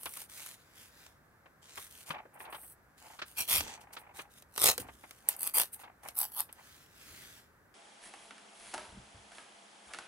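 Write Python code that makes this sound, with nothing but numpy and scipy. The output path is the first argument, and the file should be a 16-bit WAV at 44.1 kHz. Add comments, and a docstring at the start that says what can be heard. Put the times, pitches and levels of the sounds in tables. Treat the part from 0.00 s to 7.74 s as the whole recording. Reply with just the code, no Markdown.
"""Thin paper is handled over an open notebook, close to a camera in a small, quiet room.
First fingers slide on the sheet, which ticks and pops as it buckles, and smooth a scrap onto the page.
From 2 s the sheet bends and flutters, with a dull bump; near 3.4 s it is dragged along and a hand
presses on the book. From 4.6 to 6.4 s it is torn in short pulls, its fibres breaking in clumps with
a few sharp snaps. Last, fingers smooth scraps down again and a hand bumps softly on the book."""
import sys
import numpy as np
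from scipy import signal
from scipy.fft import rfft, irfft, next_fast_len
from scipy.io import wavfile
from scipy.ndimage import uniform_filter1d, map_coordinates

SR = 44100
rng = np.random.default_rng(int(sys.argv[2]) if len(sys.argv) > 2 else 0)


def wav_out(sig):
    """Save sig, one row per channel (or a flat mono array), as 16-bit PCM at SR to the path in sys.argv[1]."""
    wavfile.write(sys.argv[1], SR, np.round(np.clip(np.atleast_2d(sig).T, -1, 1) * 32767).astype(np.int16))


N = 341334
TIME = np.arange(N) / SR
FFT_SIZE = next_fast_len(N + SR // 8)
FFT_HZ = np.fft.rfftfreq(FFT_SIZE, 1 / SR) + 1
SPLIT_HZ, TOP_HZ = 7900, 15800  # where the lower and bright bands meet; where the treble ends


def amp(db):
    """Turn decibels into a gain."""
    return 10 ** (np.asarray(db) / 20)


def unit(x):
    """Scale to an average (rms) size of 1."""
    return x / np.sqrt(np.mean(x ** 2) + 1e-20)


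def noise():
    """Two unrelated white noises."""
    return rng.standard_normal((2, N))


def wobble(rate):
    """A smooth curve through rate random points a second."""
    return map_coordinates(rng.standard_normal(int(N * rate / SR) + 4), [TIME * rate])


def colour(x, spectrum, band="all"):
    """Shape the tone by a table of relative levels, within the band "all", "lower" or "bright"."""
    size = 4096
    hz = np.fft.rfftfreq(size, 1 / SR) + 1
    f, db = np.transpose(spectrum)
    gain = amp(np.interp(np.log(hz), np.log(f), db)) / np.sqrt(1 + (f[0] / 2 / hz) ** 4)
    outside = {"all": hz / TOP_HZ, "lower": np.sqrt(hz / SPLIT_HZ),
               "bright": np.maximum(SPLIT_HZ / hz, hz / TOP_HZ)}[band]
    gain = gain / np.sqrt(1 + outside ** 40)
    # Make the filter ring after a click, never before it.
    cepstrum = irfft(np.log(np.maximum(gain, gain.max() * 1e-3)))[:size // 2]
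    response = irfft(np.exp(rfft(2 * cepstrum, size)))
    return signal.fftconvolve(x, response[None] / np.linalg.norm(response))[:, :N]


def crackle(rate, spread_db, t60, attack):
    """Tiny breaks of random size, rate a second, each dying away by 60 dB in t60 seconds."""
    breaks = (rng.random(N) < rate / SR) * amp(spread_db * np.clip(rng.standard_normal(N), -2, 2))
    t = TIME[:SR // 12]
    fade = amp(-60 * t / t60) * (1 - np.exp(-t / attack))
    power = np.abs(signal.oaconvolve(breaks ** 2, fade ** 2)[:N])
    # The hand feeds in energy steadily, however unevenly it is let go.
    local_power = uniform_filter1d(power, size=1100) + power.mean() / 100
    return noise() * np.sqrt(power / local_power)


def friction(rate, spread_db, t60, hiss_db):
    """Fibres catch, on top of the even hiss of the finest ones."""
    catches = crackle(rate, spread_db, t60, attack=.0005)
    return unit(catches + amp(hiss_db) * noise())


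def reshaping(x, depth_db, width=4):
    """As the sheet changes shape its tone drifts, in peaks and dips that last about 80 ms."""
    hz, _, spectra = signal.stft(x, SR, nperseg=512)
    drift = rng.standard_normal(spectra.shape[1:])
    for _ in range(2):  # blur across frequency, then time
        drift = uniform_filter1d(drift, size=width, axis=0)
        drift = uniform_filter1d(drift, size=14, axis=1)
    mobility = np.tanh(hz / 2400)[:, None]  # the lowest tones hardly move
    gain = amp(depth_db * mobility * np.clip(unit(drift), -2, 2))
    # A peak draws its energy from the frequencies beside it.
    gain /= np.sqrt(uniform_filter1d(gain ** 2, size=6 * width, axis=0))
    return signal.istft(spectra * gain, nperseg=512)[1][:, :N]


def effort(start, hold, rise, fall, swell_db=0):
    """One hand movement: up 30 dB in rise seconds, an arch while held, down 30 dB in fall seconds."""
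    t = TIME - start
    flanks = np.maximum(-t, 0) / rise + np.maximum(t - hold, 0) / fall
    held = np.clip(t / hold, 0, 1)
    arch_db = 4 * (np.sin(np.pi * held) - 2 / np.pi)
    return amp(arch_db + swell_db * (held - .5) - 30 * np.minimum(flanks, 4))


def movements(rows, rise, fall):
    """The strength over time of several hand movements of one kind."""
    return sum(amp(db) * effort(s, hold, rise, fall) for s, hold, db in rows)


def stroke(fibres, rows, spectrum, rise, fall, swell_db=0):
    """The noise is heard in a lower band and a bright band, split near 8 kHz, each at its own level."""
    lower = sum(amp(db) * effort(s, hold, rise, fall, swell_db) for s, hold, db, _ in rows)
    bright = movements([(s, hold, db) for s, hold, _, db in rows], rise, fall)
    return colour(lower * fibres, spectrum, "lower") + colour(bright * fibres, spectrum, "bright")


def clicks(times, dbs, t60, attack, direct):
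    """Bare clicks of strength direct, each followed by the sheet's brief, noisy ringing."""
    out, t = np.zeros((2, N + SR)), TIME[:SR // 12]
    for s, db in zip(times, dbs):
        ring = rng.standard_normal((2, len(t))) * amp(-60 * t / t60) * (1 - np.exp(-t / attack))
        ring /= np.linalg.norm(ring, axis=1, keepdims=True)
        ring[0, 0] += direct
        ring /= np.linalg.norm(ring, axis=1, keepdims=True)
        out[:, round(s * SR):][:, :len(t)] += amp(db) * np.sqrt(SR / 100) * ring  # level over 10 ms
    return out[:, :N]


# Tone of the room's background: f/Hz, level/dB
AIR_COLOUR = [(25, -3.5), (68, 3.5), (330, -5), (1050, -7), (1600, -4), (3000, -24), (15500, -27)]
def air():
    """The room gives a steady, low rush."""
    return amp(-64.5) * colour(noise(), AIR_COLOUR)


# Fingers slide on the held sheet: t/s, hold/s, lower level/dB, bright level/dB
SLIDES = [(0.0, 0.13, -60.5, -51), (0.136, 0.11, -53.5, -50), (0.296, 0.25, -53, -54),
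          (0.753, 0.14, -63.5, -65.5), (1.623, 0.16, -59, -69.5), (1.757, 0.12, -55.5, -55),
          (1.907, 0.13, -58, -58.5), (2.064, 0.054, -53.5, -55.5), (2.343, 0.0081, -87, -61),
          (2.393, 0.058, -68, -57.5), (2.506, 0.22, -70.5, -54.5), (2.979, 0.22, -60.5, -66),
          (3.258, 0.091, -63.5, -61), (3.597, 0.16, -50, -67), (3.812, 0.0053, -53, -58.5),
          (3.935, 0.0026, -46.5, -47.5), (3.984, 0.029, -71, -60), (4.148, 0.071, -56.5, -57.5),
          (4.306, 0.11, -65.5, -68), (4.797, 0.016, -48.5, -44.5), (4.873, 0.44, -67.5, -70),
          (5.283, 0.063, -50.5, -64), (5.732, 0.012, -54, -39.5), (5.795, 0.031, -59, -56.5),
          (6.035, 0.071, -59, -58)]
# Tone of the sliding: f/Hz, level/dB
SLIDE_COLOUR = [(1000, 2.6), (2900, 9), (5000, 4.5), (6500, 6.75), (9000, 11.3), (15500, 4)]
# Fingers smooth a scrap onto the page: t/s, hold/s, level/dB
SMOOTHS = [(.57, 0.066, -67.5), (.775, 0.05, -59), (.97, 0.11, -60.5), (6.6, 0.23, -60.5), (7.0, 0.38, -55)]
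# Tone of the smoothing: f/Hz, level/dB
SMOOTH_COLOUR = [(80.0, -4.5), (400.0, -11), (1000.0, -14), (1600.0, -4), (7000.0, -10), (15500.0, -15.5)]
def fingers():
    """Skin catches and slips on the loose sheet, and hisses more dully on paper lying on the book."""
    grip = amp(1.4 * wobble(rate=50))
    catches = grip * friction(rate=320, spread_db=7, t60=.004, hiss_db=2)
    hiss = np.sqrt(grip) * friction(rate=900, spread_db=6, t60=.006, hiss_db=4)
    slide = stroke(catches, SLIDES, SLIDE_COLOUR, rise=.017, fall=.041)
    smooth = colour(movements(SMOOTHS, rise=.25, fall=.17) * hiss, SMOOTH_COLOUR)
    return reshaping(slide + smooth, depth_db=2.6)


# Fibre bundles snap, edges and fingertips tick: t/s, lower level/dB, bright level/dB
SNAPS = [(0.033, -53.5, -45.5), (0.057, -43, -43.5), (.172, -51, -43.5), (0.196, -58, -50.5),
         (.217, -51, -49), (0.396, -52, -67), (0.462, -50.5, -48), (1.064, -55, -68), (3.606, -34.5, -58),
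         (3.679, -45.5, -59), (3.705, -57, -64), (4.423, -57.5, -59), (4.578, -35, -36),
         (4.561, -46, -50.5), (4.642, -41.5, -24), (4.668, -42, -31), (4.716, -39, -34.5),
         (4.779, -37.5, -37), (5.109, -50.5, -53), (5.288, -37, -21.5), (5.365, -75, -45.5),
         (5.394, -61, -44), (5.408, -52.5, -39.5), (5.417, -65, -39.5), (5.431, -45.5, -31),
         (5.474, -43.5, -31), (5.582, -42.5, -25.5), (5.615, -39, -31), (6.086, -45.5, -45),
         (6.189, -57, -29.5), (6.405, -48, -29), (6.527, -58.5, -48), (6.32, -74, -54.5)]
# Tone of the snaps, and of the middle of the tear: f/Hz, level/dB
SNAP_COLOUR = [(130.0, -25.5), (400.0, -12), (850.0, -5.5), (2000.0, -9.5), (3000.0, -8.5), (7600.0, -11.5),
               (8200.0, -6.5), (13500.0, -8), (15500.0, -17)]
def snapping():
    """A snap is one sharp tick that rings a little longer in the lower band."""
    times, lower_db, bright_db = np.transpose(SNAPS)
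    lower = clicks(times, lower_db, t60=.022, attack=.0008, direct=.35)
    bright = clicks(times, bright_db, t60=.015, attack=.0004, direct=1.3)
    return colour(lower, SNAP_COLOUR, "lower") + colour(bright, SNAP_COLOUR, "bright")


# The sheet buckles; a smaller or tighter piece sounds higher: t/s, level/dB, pitch factor
BUCKLES = [(0.059, -38, 1.32), (0.165, -47.5, 1.4), (1.457, -54, 0.99), (1.774, -41, 1.27),
           (2.104, -34, 1.24), (2.143, -45, 1.1), (2.181, -52, 1.15), (2.251, -53.5, 0.65),
           (2.402, -45, 1.11), (2.45, -48, 1.3), (2.484, -52, 0.69), (2.525, -42, 1.2),
           (2.545, -43.5, 1.37), (2.631, -57.5, 0.92), (3.189, -43.5, 1.6), (3.217, -36, 1.72),
           (3.966, -41.5, 1.6), (4.19, -38.5, 1.3), (4.885, -46, 0.93), (5.036, -48, 0.91),
           (5.836, -50, 1.48), (6.489, -53.5, 1.22)]
# Hollow tone of the sheet at pitch factor 1: f/Hz, level/dB
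HOLLOW_COLOUR = [(120.0, -12), (580.0, -3.5), (840.0, 3.5), (1250.0, -4), (2400.0, -4.5), (3200.0, -12.5),
                 (8000.0, -41.5)]
def buckling():
    """Now and then the sheet pops, hollowly, into a new shape."""
    out = np.zeros((2, N + SR))
    for s, db, pitch in BUCKLES:
        click = clicks([0], [db], t60=.058, attack=.0035, direct=.15)[:, :SR // 12]
        pop = colour(click, [(hz * pitch, level) for hz, level in HOLLOW_COLOUR])
        out[:, round(s * SR):][:, :pop.shape[1]] += pop
    return out[:, :N]


# The sheet bends: t/s, hold/s, level/dB
BENDS = [(2.095, 0.11, -47.5), (2.355, 0.23, -53.5), (3.03, 0.13, -57.5), (3.6, 0.21, -55),
         (3.84, 0.42, -59), (4.8, 0.081, -56.5), (5.26, 0.12, -56), (5.78, 0.12, -56), (6.05, 0.041, -48),
         (6.59, 0.016, -56.5)]
def bending():
    """The bending sheet flutters softly between its pops, in a narrower form of their tone."""
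    flutter = crackle(rate=150, spread_db=4.5, t60=.04, attack=.003)
    narrow_colour = [(hz, 1.62 * db) for hz, db in HOLLOW_COLOUR]
    return colour(movements(BENDS, rise=.058, fall=.0634) * flutter, narrow_colour)


# Dull bumps of hands, book and tight paper: t/s, f/Hz, level/dB
BUMPS = [(2.101, 159, -36.5), (3.578, 82, -31), (4.781, 500, -33.5), (7.111, 85.5, -43)]
def bumps(t60):
    """Each soft knock rings one low note that dies away quickly."""
    out, t = np.zeros(N + SR), TIME[:SR // 5]
    for s, hz, db in BUMPS:
        fade = amp(db - 60 * t / t60) * (1 - np.exp(-2 * hz * t))
        out[round(s * SR):][:len(t)] += fade * np.sin(2 * np.pi * hz * t)
    return out[:N]


# The sheet is dragged along: t/s, hold/s, lower level/dB, bright level/dB
DRAGS = [(3.376, 0.043, -35.5, -38), (3.489, 0.098, -31, -32.5)]
# Tone of the dragging: f/Hz, level/dB
DRAG_COLOUR = [(70.0, -7), (300.0, -15), (700.0, -5), (1800.0, -8.5), (2400.0, 2), (7500.0, -6),
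               (8200.0, 5), (12000.0, 18.5), (15500.0, 12)]
def dragging():
    """Paper scraping along gives a dense, even rasp."""
    fibres = friction(rate=1400, spread_db=4.5, t60=.003, hiss_db=-4)
    fibres = reshaping(fibres, depth_db=5)
    return stroke(fibres, DRAGS, DRAG_COLOUR, rise=.021, fall=.065, swell_db=2.5)


# Hands press and shift on the book: t/s, hold/s, level/dB
PRESSES = [(3.6, 0.029, -49.5), (4.79, 0.031, -51.5), (7.06, 0.098, -65)]
# Tone of the pressing: f/Hz, level/dB
PRESS_COLOUR = [(70, -6), (125, -10.5), (400, -14), (1200, -44)]
def pressing():
    """The weight of a hand rubs dully and unevenly through the book."""
    rub = unit(amp(1.9 * wobble(rate=87)) * noise())
    return colour(movements(PRESSES, rise=.08, fall=.3) * rub, PRESS_COLOUR)


# Pulls that tear the sheet: t/s, hold/s, rise/s, lower level/dB, bright level/dB, stage of the tear
TEARS = [(4.618, 0.082, 0.07, -26, -25.5, "rip"), (5.423, 0.067, 0.089, -47.5, -39.5, "pull"),
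         (5.542, 0.079, 0.0096, -35, -27.5, "pull"), (6.172, 0.072, 0.034, -44.5, -33.5, "parting"),
         (6.387, 0.013, 0.11, -40, -32.5, "parting")]
# Tone of the first rip: f/Hz, level/dB
RIP_COLOUR = [(80, -7), (210, -12), (420, -5), (690, -2), (1150, -4.5), (1700.0, -11.5), (2600.0, -2.5),
              (6500.0, -4.5), (7600.0, 0.5), (8200.0, -7), (15500.0, -14.5)]
# Tone as the scrap parts from the sheet: f/Hz, level/dB
PARTING_COLOUR = [(330.0, -17), (850.0, 9), (1700.0, -2.5), (5000.0, 2), (7500.0, -3.5), (9000.0, -10.5),
                  (11000.0, 0.5), (15500.0, -6)]
def tearing():
    """The tear jumps ahead, breaking clumps of fibres, and sounds thinner as the scrap comes free."""
    fibres = friction(rate=600, spread_db=5.7, t60=.005, hiss_db=-7)
    fibres = reshaping(fibres, depth_db=6)
    colours = {"rip": RIP_COLOUR, "pull": SNAP_COLOUR, "parting": PARTING_COLOUR}
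    out = np.zeros((2, N))
    for s, hold, rise, lower_db, bright_db, stage in TEARS:
        pull = [(s, hold, lower_db, bright_db)]
        out += stroke(fibres, pull, colours[stage], rise, fall=.049, swell_db=7)
    return out


def room(x, t60, wet_db):
    """The desk and near walls add a short, weak echo that changes as the hands move."""
    t, hop = TIME[:SR // 4], SR // 8
    wet = np.zeros((2, N + SR))
    for start in range(0, N, hop):
        tail = rng.standard_normal((2, len(t))) * amp(-60 * t / t60) * (t > .004)
        tail /= np.linalg.norm(tail, axis=1, keepdims=True)
        echo = signal.fftconvolve(x[:, start:start + hop], tail, axes=1)
        wet[:, start:start + echo.shape[1]] += echo
    return x + amp(wet_db) * wet[:, :N]


# The microphone's two openings: f/Hz, likeness (0 to 1), head start of the right/rad
MIC_OPENINGS = [(130, 0.91, .05), (795, 0.52, 0.44), (1624, 0.36, 0.98), (2980, 0.65, 2.14),
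                (4820, 0.42, 1.66), (9300, 0.7, 1.09), (12500, 1, .08)]
def microphone(pair):
    """Two unrelated signals become left and right: partly alike, the right a little early."""
    f, *columns = np.transpose(MIC_OPENINGS)
    alike, lead = [np.interp(np.log(FFT_HZ), np.log(f), column) for column in columns]
    turn = np.arccos(np.clip(alike, 0, 1)) / 2
    mid, side = rfft(pair, FFT_SIZE) * [np.cos(turn), np.sin(turn)]
    phase_shift = np.exp(.5j * np.array([-lead, lead]))
    return irfft(np.array([mid + side, mid - side]) * phase_shift, FFT_SIZE)[:, :N]


def scene():
    """All the paper sounds in the room, with the bumps in the centre."""
    paper = fingers() + snapping() + buckling() + bending() + dragging() + pressing() + tearing()
    return microphone(air() + room(paper, t60=.15, wet_db=-14)) + bumps(t60=.07)


def record(dry):
    """The camera loses the deepest bass and the very highest treble."""
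    passband = 1 / np.sqrt((1 + (48 / FFT_HZ) ** 6) * (1 + (FFT_HZ / TOP_HZ) ** 300))
    return irfft(rfft(dry, FFT_SIZE) * passband, FFT_SIZE)[:, :N]


dry = scene()
out = record(dry)
wav_out(out)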